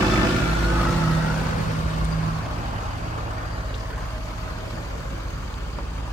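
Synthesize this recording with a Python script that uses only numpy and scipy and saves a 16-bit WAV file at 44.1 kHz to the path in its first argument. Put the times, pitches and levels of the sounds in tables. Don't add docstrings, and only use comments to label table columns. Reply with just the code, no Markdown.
import sys
import numpy as np
from scipy import signal
from scipy.fft import rfft, irfft, next_fast_len
from scipy.io import wavfile
from scipy.ndimage import uniform_filter1d, map_coordinates

SR = 44100
rng = np.random.default_rng(int(sys.argv[2]) if len(sys.argv) > 2 else 0)


def wav_out(sig):
    wavfile.write(sys.argv[1], SR, np.round(np.clip(np.atleast_2d(sig).T, -1, 1) * 32767).astype(np.int16))


N = 270200

TRUCK_FIRING_HZ = 53.3
V8_CRANK_HZ = 10.005
# (time [s], fade [s])
LEAVES_BODY = (1.89, 0.49)
# (centre [Hz], width [Hz], lift [dB])
UNDER_RESONANCES = [(509, 96, 10.5), (651, 59, 6.5), (868, 30, 10), (2560, 73, 1), (3500, 81, -1)]


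def amp(db):
    return 10 ** (np.asarray(db) / 20)


def unit(x):
    return x / np.sqrt(np.mean(x ** 2) + 1e-20)


def clock():
    return np.arange(N) / SR


def along(points, hz):
    f, v = np.transpose(points)
    return np.interp(np.log(hz + 1), np.log(f + 1), v)


def curves(rows):
    s, *columns = np.transpose(rows)
    return [np.interp(clock(), s, column) for column in columns]


def wobble(rate):
    knots = rng.standard_normal(int(N * rate / SR) + 4)
    return map_coordinates(knots, [np.arange(N) * rate / SR])


def until(s, fade_s):
    return .5 - .5 * np.tanh((clock() - s) / (2 * fade_s))


def swells(rows):
    return sum(db * np.exp(-((clock() - s) / width_s) ** 2) for s, db, width_s in rows)


def by_distance(far_db, growth):
    # (time [s], level [dB])
    engine_level = [(0, -25.5), (0.2, -26.5), (0.56, -30.5), (0.82, -29), (1.3, -31), (1.85, -34.5),
                    (3.1, -36), (4.1, -40.5), (6.13, -41.5)]
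    nearness_db = curves(engine_level)[0] + 41
    return far_db + growth * nearness_db


def places():
    at_rail = until(.43, fade_s=.1)
    below_floor = (1 - at_rail) ** 2 * np.sqrt(until(*LEAVES_BODY))
    return amp(7.5) * at_rail, amp(by_distance(far_db=-17, growth=2.15)) * below_floor


def filtered(x, response):
    m = next_fast_len(N + SR // 4)
    hz = np.fft.rfftfreq(m, 1 / SR)
    return irfft(rfft(x, m) * response(hz), m)[..., :N]


def rush(spectrum, resonances=()):
    # (frequency [Hz], correlation [-1 to 1])
    likeness = [(100, 0.81), (200, 0.71), (340, 0.4), (520, 0.2), (1000, 0.3), (2000, 0.33), (5000, 0.2),
                (9000, 0.25), (12000, 0.45)]

    def response(hz):
        db = along(spectrum, hz)
        for centre, width, lift_db in resonances:
            db = db + lift_db / (1 + (2 * (hz - centre) / width) ** 2)
        angle = np.arccos(np.clip(along(likeness, hz), -1, 1)) / 2
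        return amp(db) * [np.cos(angle), np.sin(angle)]

    mid, side = filtered(rng.standard_normal((2, N)), response)
    return unit(np.array([mid + side, mid - side]))


def ring(hz, db, half_width_hz):
    lowpass = lambda f: 1 / (1 + (f / half_width_hz) ** 2)
    narrow = filtered(rng.standard_normal((2, 2, N)), lowpass)
    narrow = narrow + 3 * narrow.mean(0)
    angle = 2 * np.pi * np.cumsum(hz) / SR
    return amp(db) * unit(narrow[:, 0] * np.cos(angle) + narrow[:, 1] * np.sin(angle))


def spin(hz, unsteady):
    return np.cumsum(hz * (1 + unsteady * wobble(7))) / SR


def tone(turns):
    return np.sqrt(2) * np.sin(2 * np.pi * (turns + rng.random()))


def firings(turns, depth, uneven_db, count):
    cylinder_db = uneven_db * unit(rng.standard_normal(count))
    strength = amp(cylinder_db[turns.astype(int) % count])
    return unit(1 + depth * strength * np.sin(np.pi * turns) ** 4)


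def strikes(turns, per_firing, scatter_s):
    moments = np.flatnonzero(np.diff((turns + .5).astype(int)))
    beats = np.repeat(moments, per_firing)
    shift = (rng.standard_normal(len(beats)) * scatter_s * SR).astype(int)
    return np.clip(beats + shift, 0, N - 1)


def drone(turns):
    # (time [s], change [dB], half-width [s])
    firing_swells = [(.36, -11, 0.096), (.72, 5.5, 0.3), (1.0, -6, 0.16), (1.66, -11, 0.11),
                     (1.88, -4, .15)]
    # (time [s], change [dB], half-width [s])
    boom_swells = [(.5, 4.5, 0.17), (1.12, 11, 0.29), (2.15, 5.5, 0.34)]
    # (multiple of a third of the firing rate, relative level at the rail [dB], under the floor [dB])
    shaft_lines = [(6, -35, -36), (7, -40, -60), (8, -54, -43), (10, -40, -45), (11, -40, -36),
                   (12, -34, -44), (14, -39, -38), (15, -37, -47), (16, -57, -48), (17, -34, -60),
                   (18, -34, -52), (19, -42, -50), (20, -35, -53), (21, -34, -51), (22, -49, -51),
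                   (28, -40, -48), (34, -56, -51), (36, -62, -49), (37, -44, -53), (40, -47, -62),
                   (45, -50, -58), (49, -46, -49)]

    firing = amp(by_distance(far_db=-33.5, growth=.43) + swells(firing_swells))
    firing = firing * until(2.1, fade_s=.11)
    inside = until(2.41, fade_s=.01)
    boom_inside = amp(-33.2 + swells(boom_swells))
    boom_open = amp(by_distance(far_db=-54.5, growth=1.6))
    boom = inside * boom_inside + (1 - inside) * boom_open
    main = firing * tone(turns) + boom * tone(3 * turns)

    rail, floor = places()
    lines = 0
    for multiple, rail_db, floor_db in shaft_lines:
        level = np.hypot(rail * amp(rail_db), floor * amp(floor_db))
        lines = lines + level * amp(1.1 * wobble(4.7)) * tone(multiple * turns / 3)

    below_pan = (1 - until(.53, fade_s=.037)) * until(1.14, fade_s=.063)
    pan = amp(-34.5 + wobble(4.66)) * below_pan * tone(19 * turns / 3)
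    return main + pan + amp(-5.5) * lines


def clatter(turns, v8_turns):
    # (frequency [Hz], relative density [dB per Hz])
    under_spectrum = [(100, -1.5), (200, -0.5), (340, -3), (430, -12), (560, -14), (900, -8.5),
                      (1300, -4.5), (2000, -13), (3500, -19.5), (4500, -20), (7000, -28), (9000, -30.5),
                      (12000, -35.5), (15500, -39)]
    beside_spectrum = [(85, -11), (170, 0.5), (270, -5.5), (420, -2.5), (620, -4.5), (900, -3.5),
                       (1300, -3.5), (2100, -13), (3000, -15.5), (4700, -26.5), (6600, -25), (9000, -31),
                       (12000, -33), (15500, -37)]
    # (centre [Hz], width [Hz], lift [dB])
    beside_resonances = [(286, 49, 3.5), (588, 81, 4), (1067, 140, 3.4), (1200, 39, 1.2), (1740, 250, 1),
                         (2220, 330, 1.1), (3160, 260, 1.2), (4680, 870, 9.3), (6400, 380, 3)]
    # (time [s], change [dB], half-width [s])
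    hiss_swells = [(4.6, 2.5, 0.85)]

    cover = until(*LEAVES_BODY)
    under = rush(under_spectrum, UNDER_RESONANCES) * firings(turns, depth=.2, uneven_db=3, count=6)
    beside = rush(beside_spectrum, beside_resonances)
    beside = beside * firings(4 * v8_turns, depth=.28, uneven_db=3, count=8)
    both = flicker(patches(np.sqrt(cover) * under + np.sqrt(1 - cover) * beside))

    treble = filtered(both, lambda hz: 1 / (1 + (2300 / (hz + 1)) ** 4))
    clatter_db = by_distance(far_db=-37.5, growth=.94) + .68 * wobble(20)
    hiss_db = by_distance(far_db=-37, growth=.13) + 9.5 * cover + swells(hiss_swells) + .52 * wobble(25)
    return amp(clatter_db) * (both - treble) + amp(hiss_db) * treble


def patches(x):
    # (frequency [Hz], depth of the patches [dB])
    patch_depth = [(400, 1.8), (1200, 1.5), (2500, 1.2), (8000, 1)]
    hz, _, z = signal.stft(x, SR, nperseg=1024)
    field = uniform_filter1d(rng.standard_normal(z.shape[1:]), size=3, axis=0)
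    field = unit(uniform_filter1d(field, size=32, axis=1))
    gain = amp(along(patch_depth, hz)[:, None] * field)
    return signal.istft(z * gain, nperseg=1024)[1][:, :N]


def flicker(x):
    z = signal.stft(x, SR, nperseg=256)[2]
    field = uniform_filter1d(rng.standard_normal(z.shape[1:]), size=7, axis=1)
    field = unit(uniform_filter1d(field, size=2, axis=0))
    gain = unit(amp(2.8 * np.tanh(field)))
    return signal.istft(z * gain, nperseg=256)[1][:, :N]


def knocks(turns):
    # (frequency [Hz], relative density [dB per Hz])
    knock_spectrum = [(250, -44), (500, 6), (900, 1.5), (1500, 1), (2000, -27), (3500, -16), (7000, -40),
                      (12000, -60)]
    t60 = .032
    at = strikes(turns, per_firing=2, scatter_s=.0045)
    strength = amp(3 * np.tanh(rng.standard_normal(len(at))))
    blows = np.bincount(at, strength, N)
    decay = amp(-60 * np.arange(SR // 20) / SR / t60)
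    bursts = unit(signal.oaconvolve(blows, decay)[:N])
    level = amp(by_distance(far_db=-45.5, growth=.85)) * until(*LEAVES_BODY)
    return level * bursts * rush(knock_spectrum, UNDER_RESONANCES)


def turned(x):
    # (time [s], lag of the left port behind the right [ms])
    port_lag = [(0, .15), (.6, .3), (1.3, -.4), (1.8, -.35), (2.3, -.39), (2.6, .36), (3.4, .35), (3.8, .2),
                (4.15, -.17), (6.1, -.12)]
    lag = curves(port_lag)[0] * SR / 1000
    left = map_coordinates(x[0], [np.arange(N) - .5 * lag], order=5)
    right = map_coordinates(x[1], [np.arange(N) + .5 * lag], order=5)
    return np.array([left, right])


def gap_ring(turns):
    # (time [s], pitch [Hz], level [dB])
    floor_rings = [
        [(.2, 1376, -42), (.28, 1396, -33.5), (.52, 1386, -32.5), (.68, 1450, -33), (.77, 1494, -38.5),
         (.95, 1503, -46), (1.3, 1519, -38)],
        [(0, 1240, -51), (.14, 1250, -25.5), (.3, 1243, -50), (.6, 1254, -46), (.72, 1250, -34),
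         (.83, 1260, -28.5), (.89, 1307, -30.5), (.97, 1290, -42), (1.08, 1308, -33), (1.19, 1315, -38),
         (1.27, 1386, -34), (1.42, 1400, -48)],
        [(.75, 1986, -66), (.86, 2000, -45), (.95, 1878, -44), (1.25, 1903, -44), (1.45, 1920, -62)],
    ]
    # (time [s], pitch [Hz])
    hollow_pitch = [(0, 586), (.8, 860), (2.8, 877.3), (4.6, 435.3)]
    # (time [s], change [dB], half-width [s])
    hollow_swells = [(1.35, 8.5, 0.4), (5.2, 2.5, 0.67)]

    narrow = 0
    for hz, db in map(curves, floor_rings):
        narrow = narrow + ring(hz * (1 + .012 * wobble(24)), db, half_width_hz=35)
    hollow_db = by_distance(far_db=-53.5, growth=.68) + swells(hollow_swells)
    hollow = ring(curves(hollow_pitch)[0], hollow_db, half_width_hz=210)
    under_floor = until(1.49, fade_s=.095)
    return (under_floor * narrow + hollow) * firings(turns, depth=.5, uneven_db=4, count=6)


def rattle(turns):
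    # (frequency [Hz], relative level [dB], t60 [s])
    steel_parts = [(1590, 4, .04), (1766, 1, .11), (2050, 0, .019), (2310, -.5, .045), (2600, 1.5, .04),
                   (2930, 4, .012), (3490, 0, .05), (4100, -4, .01), (5020, -6, .035), (5600, -4.5, .015)]
    # (frequency [Hz], relative density [dB per Hz])
    scrape_spectrum = [(900, -31), (2200, 3), (5000, -3), (7500, -7.5), (12000, -41)]

    t, ringing = np.arange(SR // 20) / SR, np.zeros((2, N))
    for hz, db, t60 in steel_parts:
        at = strikes(turns, per_firing=3, scatter_s=.0042)
        jolts = np.zeros((2, N))
        jolts[:, at] = rng.standard_normal((2, len(at)))
        part = amp(db - 60 * t / t60) * np.sin(2 * np.pi * hz * t)
        ringing += signal.oaconvolve(jolts, part[None], axes=1)[:, :N]
    scrape = rush(scrape_spectrum) * firings(turns, depth=.5, uneven_db=3, count=6)
    rail, floor = places()
    level = (amp(-36) * rail + amp(-48.5) * floor) * until(*LEAVES_BODY)
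    return level * unit(unit(ringing) + amp(-9) * scrape)


def slow_v8(turns):
    # (multiple of the crank rate, mean level [dB])
    crank_orders = [(5.0, -60), (6.0, -61), (6.5, -46), (7.0, -54), (7.5, -58), (8.0, -42.8), (9.0, -48),
                    (10.0, -55.6), (11.0, -59.5), (12.0, -50), (13.5, -52), (14.0, -59), (14.5, -58),
                    (15.5, -59.5), (16.0, -50), (17.0, -76), (18.0, -61), (19.0, -54.5), (19.5, -68),
                    (20.0, -61), (22.5, -66.7), (23.0, -70), (23.5, -58), (24.0, -60), (32.5, -60),
                    (40.0, -74)]
    throb = amp(-38 + .8 * wobble(3.44)) * tone(4 * turns)
    orders = sum(amp(db + 1.5 * wobble(2)) * tone(multiple * turns) for multiple, db in crank_orders)
    boom = amp(-35) * until(*LEAVES_BODY) * tone(12 * turns)
    return throb + orders + boom


def rumble(v8_turns):
    # (frequency [Hz], relative density [dB per Hz])
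    gas_spectrum = [(20, -50), (30, -28), (43, -4), (48, 6), (58, 5.5), (80, 5.5), (112, -1), (140, -10),
                    (200, -27), (350, -53), (700, -78)]
    # (time [s], change [dB], half-width [s])
    gas_swells = [(1.9, 5.5, 0.59), (4.2, 3, 0.3)]
    gas = rush(gas_spectrum) * firings(4 * v8_turns, depth=.71, uneven_db=1, count=8)
    return amp(by_distance(far_db=-41, growth=.45) + swells(gas_swells)) * gas


def motor():
    # (multiple of the base tone, level before the fade-in [dB] as it emerges, fall [dB per s])
    motor_orders = [(1, -32, .3), (2, -32, 2.3), (3, -42.5, 2.2), (5, -44, 2.8), (6, -50, 2.2)]
    # (time [s], change [dB], half-width [s])
    lowest_dips = [(3.2, -9, 0.31), (4.6, -10, .15), (5.0, -5, 0.25)]
    emerges_s = 1.66
    turns = spin(53.6 + .17 * clock(), unsteady=.0026)
    since = clock() - emerges_s
    lowest, *upper = [amp(db - fall * since + 1.2 * wobble(4)) * tone(multiple * turns)
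                      for multiple, db, fall in motor_orders]
    emerged = 1 - until(emerges_s, fade_s=.64)
    return emerged * (amp(swells(lowest_dips)) * lowest + sum(upper))


def bumps():
    # (time [s], level [dB])
    pushes = [(1.83, -22), (2.43, -27)]
    # (time [s], level [dB])
    tap_and_bounce = [(5.7867, -22), (5.7935, -31)]
    # (frequency [Hz], relative level [dB], t60 [s])
    case_modes = [(574, -7.5, 0.026), (1160, -11, 0.033), (1467, -14, .02), (2330, -18, .015),
                  (4800, -21, .01)]

    out, t = np.zeros(N), np.arange(SR // 5) / SR
    thump_s = .057
    thump = np.sin(2 * np.pi * 56.4 * t) * np.sin(np.pi * np.minimum(t / thump_s, 1)) ** 2
    tap = sum(amp(db - 60 * t / t60) * np.sin(2 * np.pi * hz * t) for hz, db, t60 in case_modes)
    for rows, sound in ((pushes, thump), (tap_and_bounce, tap)):
        for s, db in rows:
            out[round(s * SR):][:len(t)] += amp(db) * sound
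    return out


def whine():
    # (time [s], level [dB])
    whine_level = [(2, -71), (2.7, -51), (3.6, -51), (4.1, -47), (4.65, -46.5), (5, -66)]
    return ring(np.full(N, 635.5), curves(whine_level)[0], half_width_hz=17)


def handling():
    # (time [s], level [dB], centre [Hz], band edge from the centre [octaves], t60 [s])
    finger_ticks = [(2.045, -39, 8200, 0.18, .016), (2.0513, -33, 7900, 0.2, 0.0088),
                    (2.116, -43, 4750, .03, .12), (3.522, -47, 4700, .04, .12),
                    (3.741, -35.5, 3200, 0.27, 0.06), (3.749, -42.5, 3700, .6, 0.1),
                    (3.797, -47, 4800, 0.4, .11), (5.5405, -37, 3200, .5, .018), (5.769, -41, 1500, .5, .1),
                    (5.7865, -31, 950, .55, .07)]
    out, t = np.zeros((2, N)), np.arange(SR // 8) / SR
    for s, db, hz, width, t60 in finger_ticks:
        edges = np.clip(hz * 2 ** (width * np.array([-1, 1])), 50, SR / 2 - 1)
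        band = signal.butter(2, edges, "bandpass", fs=SR, output="sos")
        noise = rng.standard_normal((2, len(t))) + rng.standard_normal(len(t))
        burst = noise * amp(db - 60 * t / t60)
        tick = signal.sosfilt(band, burst) / signal.sosfilt(band, noise).std()
        out[:, round(s * SR):][:, :len(t)] += tick
    return out


def scene():
    truck = spin(TRUCK_FIRING_HZ, unsteady=.0021)
    v8 = spin(V8_CRANK_HZ, unsteady=.002)
    near = drone(truck) + turned(clatter(truck, v8) + knocks(truck)) + gap_ring(truck) + rattle(truck)
    return near + slow_v8(v8) + rumble(v8) + motor() + bumps() + whine() + handling()


def record(dry):
    # (frequency [Hz], left minus right [dB])
    port_difference = [(50, 0), (160, -3), (260, -2.5), (400, -1), (700, 0.5), (1300, 0.5), (2800, -1),
                       (4000, 7.5), (5500, 7.5), (6800, 8.5), (8200, 7.5), (9500, -0.5)]
    low_cut_hz, top_hz = 30, 15800

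    def response(hz):
        passband = (hz < top_hz) / np.sqrt(1 + (low_cut_hz / (hz + 1)) ** 12)
        return amp(np.outer([.5, -.5], along(port_difference, hz))) * passband

    return filtered(dry, response)


dry = scene()
out = record(dry)
wav_out(out)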